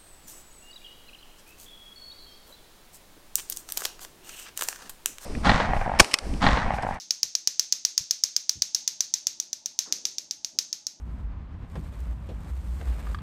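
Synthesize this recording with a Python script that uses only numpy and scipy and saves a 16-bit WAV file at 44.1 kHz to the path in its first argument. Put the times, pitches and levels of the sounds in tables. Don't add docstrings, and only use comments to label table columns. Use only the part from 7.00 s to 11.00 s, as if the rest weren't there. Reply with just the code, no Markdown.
import sys
import numpy as np
from scipy import signal
from scipy.fft import rfft, irfft
from scipy.io import wavfile
from scipy.ndimage import uniform_filter1d

SR = 44100
rng = np.random.default_rng(int(sys.argv[2]) if len(sys.argv) > 2 else 0)


def transcribe(signal):
    frames = np.atleast_2d(signal).T
    limited = np.clip(frames, -1, 1)
    pcm = np.round(limited * 32767).astype(np.int16)
    wavfile.write(sys.argv[1], SR, pcm)


N = 176400

# frequency_hz, relative_db
NOISE_COLOUR = [(25,-19),(80,-7),(170,-1.5),(340,1),(470,-16),(610,0),(730,-10),(860,0.5),(1100,-17),(1500,-17),(2500,-29.5),(5500,-6),(8500,-24),(15000,-46)]
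# time_s, relative_db
NOISE_LEVEL = [(0,-3),(1.5,-6),(1.75,0),(2.4,-0.5),(3.1,1.5),(4,-0.5)]
# start_s, rise_s, decay_s, centre_hz, width_octaves, level_db
BUMPS = [(0.237,0.0084,0.032,85,1.7,-59),(0.996,0.013,0.0115,84,0.66,-42.5),(1.55,0.021,0.022,95,0.93,-45),(2.85,.012,0.066,1170,0.53,-55.5),(2.865,0.016,0.15,317,0.7,-54),(3.511,0.049,0.056,240,1.1,-62)]
# frequency_hz, relative_db
RING_COLOUR = [(30,-37),(200,-24.5),(500,-24.5),(900,-27),(1600,-19),(2400,-15.5),(3000,-14),(3850,-6.5),(4400,-4.5),(4950,-2.5),(5500,0),(6000,0.5),(6550,2.5),(6800,-6),(7350,-8),(8100,-19),(10500,-20),(12500,-18.5),(15000,-23),(15900,-42)]
# frequency_hz, t60_s
RING_T60 = [(200,0.25),(2000,0.35),(6000,.41),(8500,0.36),(11000,0.2),(15000,0.16)]
# time_s, board_ms, table_ms, second_table_ms, table_trim_db
ECHO_PATHS = [(.1,0.78,2.02,2.5,3),(.6,0.66,1.6,2.36,-0.5),(1.24,0.59,1.79,1.94,2),(1.62,0.67,1.926,2.35,-1),(1.88,0.82,1.9,2.8,7),(2.27,0.86,1.82,2.9,-12),(2.6,0.824,1.935,2.1,1),(3.2,0.83,2.24,2.2,-4),(3.9,0.77,1.94,2.17,4)]
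# board_db, table_db, second_table_db
ECHO_BALANCE = [1, -3, -11]
# frequency_hz, relative_db
CRACK_COLOUR = [(30,-33),(400,-35.5),(900,-32),(1600,-29),(2700,-23),(3800,-10),(4400,-3),(4950,-0.5),(5600,4),(6450,2.5),(6900,-4),(7400,-7.5),(8100,-20.5),(10500,-29),(12500,-28),(15200,-47),(16000,-23)]
# start_s, strength_db, echo_db, ring_db, body_db, knock_db
SPARKS = [(-.014,7,-9,-12.5,0,0),(.108,8.5,-9.5,-11,4.5,6),(.2315,11,-12,-13.5,4,1),(0.3522,7.5,-8,-11.5,4,5.5),(.4741,9.5,-7.5,-10,1.5,1),(.5956,10.5,-8.5,-10.5,0,1.5),(0.7245,9,-6.5,-10,0.5,-2),(.8508,10,-9,-11.5,1,0.5),(0.9787,11,-9,-11,3,-1),(1.1098,9,-7.5,-10.5,0,-2),(1.2376,11,-6.5,-11,2.5,-7),(1.3646,8.5,-6.5,-11.5,2,2),(1.4943,10,-9,-12.5,4.5,0),(1.6212,9,-7,-10.5,2.5,2),(1.7474,2.5,1.5,-2.5,0.5,-7),(1.8773,5.5,-6.5,-7.5,-5,1.5),(2.0067,7,-7,-8.5,-5.5,1),(2.1395,6,-4.5,-8,-8,-2.5),(2.2697,6.5,-7.5,-9.5,-7,0),(2.4005,2,-6.5,-10,-9.5,-3),(2.5304,-0.8,-5,-8.5,-7,-2.5),(2.6596,.5,-9.5,-9,-8,-3.5),(2.7904,7,-10.5,-8,-5.5,2),(2.9248,7,-13.5,-8.5,-3,5),(3.0536,4,-9,-6.5,0.5,10),(3.1836,-0.2,-10,-8.5,1.5,7),(3.3106,0,-8,-9,1.5,5),(3.447,0,-9,-9,3,9.5),(3.5884,9,-10,-10.5,3,6.5),(3.7287,-0.2,-6.5,-7,1,2),(3.868,-0.4,-6.5,-9.5,1,-6.5)]

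CRACK_TRIM_DB, ECHO_TRIM_DB, RING_TRIM_DB = -0.5, 3, -0.5
STEADY_SHARE = 0.57
EARLY_GAIN, EARLY_S = 0.89, 0.002
WALL_DB, WALL_FADE_S = -7, 0.03
SCATTER_DB, SCATTER_S = 1, 0.0009
BODY_HZ, BODY_OCTAVES = 4780, 0.15
KNOCK_HZ, KNOCK_OCTAVES = 2600, 0.44
FIZZ_DB, FIZZ_S, FIZZ_HZ = -19.5, 0.0012, 8850
FIZZ_GROWTH = 0.12
LEAD_S = 0.001


def amp(db):
    return 10 ** (np.asarray(db) / 20)


def curve_at(table, hz):
    table_hz, values = np.transpose(table)
    return np.interp(np.log(hz + 1), np.log(table_hz + 1), values)


def bell(hz, centre_hz, octaves):
    return np.exp(-0.5 * (np.log2((hz + 1) / centre_hz) / octaves) ** 2)


def unit(x):
    return x / np.sqrt(np.sum(x ** 2) + 1e-20)


def add(mix, start_s, sound):
    at = round(start_s * SR)
    sound = sound[max(-at, 0):]
    part = mix[max(at, 0):][:len(sound)]
    part += sound[:len(part)]


def filtered(x, delay_s=0, gain=1):
    hz = np.fft.rfftfreq(len(x), 1 / SR)
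    return irfft(rfft(x) * gain * np.exp(-2j * np.pi * delay_s * hz), len(x))


def pulse(colour, size=2048):
    hz = abs(np.fft.fftfreq(size, 1 / SR))
    log_gain = np.log(amp(curve_at(colour, hz)))
    spectrum = np.exp(np.conj(signal.hilbert(log_gain)))
    return unit(np.fft.ifft(spectrum).real[:size // 2])


def background_noise(level_db=-66.5, patch_db=2, size=1024):
    hz, t, spectra = signal.stft(rng.standard_normal(N), SR, nperseg=size)
    patches = uniform_filter1d(rng.standard_normal(spectra.shape), size=7, axis=0)
    patches = uniform_filter1d(patches, size=7, axis=1)
    swell_db = np.interp(t, *np.transpose(NOISE_LEVEL))
    spectra *= amp(curve_at(NOISE_COLOUR, hz)[:, None] + swell_db + patch_db * patches / patches.std())
    noise = signal.istft(spectra, SR, nperseg=size)[1][:N]
    return amp(level_db) * np.sqrt(N) * unit(noise)


def handling():
    out, t, hz = np.zeros(N), np.arange(SR) / SR, np.fft.rfftfreq(SR, 1 / SR)
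    for start_s, rise_s, decay_s, centre_hz, octaves, level_db in BUMPS:
        noise = filtered(rng.standard_normal(SR), gain=bell(hz, centre_hz, octaves))
        envelope = np.minimum(t / rise_s, 1) * np.exp(-np.maximum(t - rise_s, 0) / decay_s)
        add(out, start_s, amp(level_db) * np.sqrt(SR) * unit(noise) * envelope)
    return out


def microphone_drift(reflections):
    fresh = rng.standard_normal(len(reflections))
    return np.sqrt(STEADY_SHARE) * reflections + np.sqrt(1 - STEADY_SHARE) * fresh


def room_ring(reflections, click, wall_echoes=12, size=256):
    t = np.arange(len(reflections)) / SR
    diffuse = microphone_drift(reflections) * (1 + EARLY_GAIN * np.exp(-t / EARLY_S))
    hz, age_s, spectra = signal.stft(diffuse, SR, nperseg=size)
    fade = amp(-60 * age_s / curve_at(RING_T60, hz)[:, None])
    tail = signal.istft(spectra * fade, SR, nperseg=size)[1][:len(t)]
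    walls = np.zeros(len(t))
    polarities = rng.choice([-1, 1], wall_echoes)
    arrivals = (rng.random(wall_echoes) * 2 * WALL_FADE_S * SR).astype(int)
    walls[arrivals] = polarities
    walls *= np.exp(-t / WALL_FADE_S)
    return unit(signal.fftconvolve(unit(tail) + amp(WALL_DB) * unit(walls), click))


def table_echo(crack, start_s, reflections):
    times_s, *columns = np.transpose(ECHO_PATHS)
    *delays_ms, trim_db = [np.interp(start_s, times_s, column) for column in columns]
    levels_db = np.add(ECHO_BALANCE, [0, trim_db, trim_db])
    echoes = sum(amp(db) * filtered(crack, ms / 1000) for db, ms in zip(levels_db, delays_ms))
    age = np.arange(len(crack)) / SR / SCATTER_S
    clutter = microphone_drift(reflections[-len(crack):]) * age ** 2 * np.exp(-age)
    scatter = signal.fftconvolve(crack, clutter)[:len(crack)]
    return unit(unit(echoes) + amp(SCATTER_DB) * unit(scatter))


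def direct_crack(click, strength_db, body_db, knock_db):
    hz, t = np.fft.rfftfreq(len(click), 1 / SR), np.arange(len(click)) / SR
    colour_db = body_db * bell(hz, BODY_HZ, BODY_OCTAVES) + knock_db * bell(hz, KNOCK_HZ, KNOCK_OCTAVES)
    highpass = signal.butter(4, FIZZ_HZ, "high", fs=SR, output="sos")
    fizz = signal.sosfilt(highpass, rng.standard_normal(len(t)) * np.exp(-t / FIZZ_S))
    fizz = amp(FIZZ_DB + FIZZ_GROWTH * strength_db) * unit(fizz)
    return unit(filtered(click + fizz, LEAD_S, amp(colour_db)))


def sparks(ring_delay_s=0.0036):
    out = np.zeros(N)
    near_click, far_click = pulse(CRACK_COLOUR), pulse(RING_COLOUR)
    reflections = rng.standard_normal(SR // 2)
    for start_s, strength_db, echo_db, ring_db, body_db, knock_db in SPARKS:
        crack = direct_crack(near_click, strength_db, body_db, knock_db)
        echo = table_echo(crack, start_s, reflections)
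        ring = room_ring(reflections, far_click)
        add(out, start_s - LEAD_S, amp(strength_db + CRACK_TRIM_DB) * crack)
        add(out, start_s - LEAD_S, amp(strength_db + echo_db + ECHO_TRIM_DB) * echo)
        add(out, start_s + ring_delay_s, amp(strength_db + ring_db + RING_TRIM_DB) * ring)
    return out


def scene():
    return (sparks() + handling() + background_noise())[None]


def record(dry):
    ceiling, knee, lopsidedness, cutoff_hz = 0.65, 8.8, 0.0066, 15800
    clipped = dry / (1.5 + abs(dry / ceiling) ** knee) ** (1 / knee)
    clipped += lopsidedness * clipped ** 2
    lowpass = signal.firwin(255, cutoff_hz, window=("kaiser", 9), fs=SR)
    return signal.oaconvolve(clipped, lowpass[None], "same")


dry = scene()
out = record(dry)
transcribe(out)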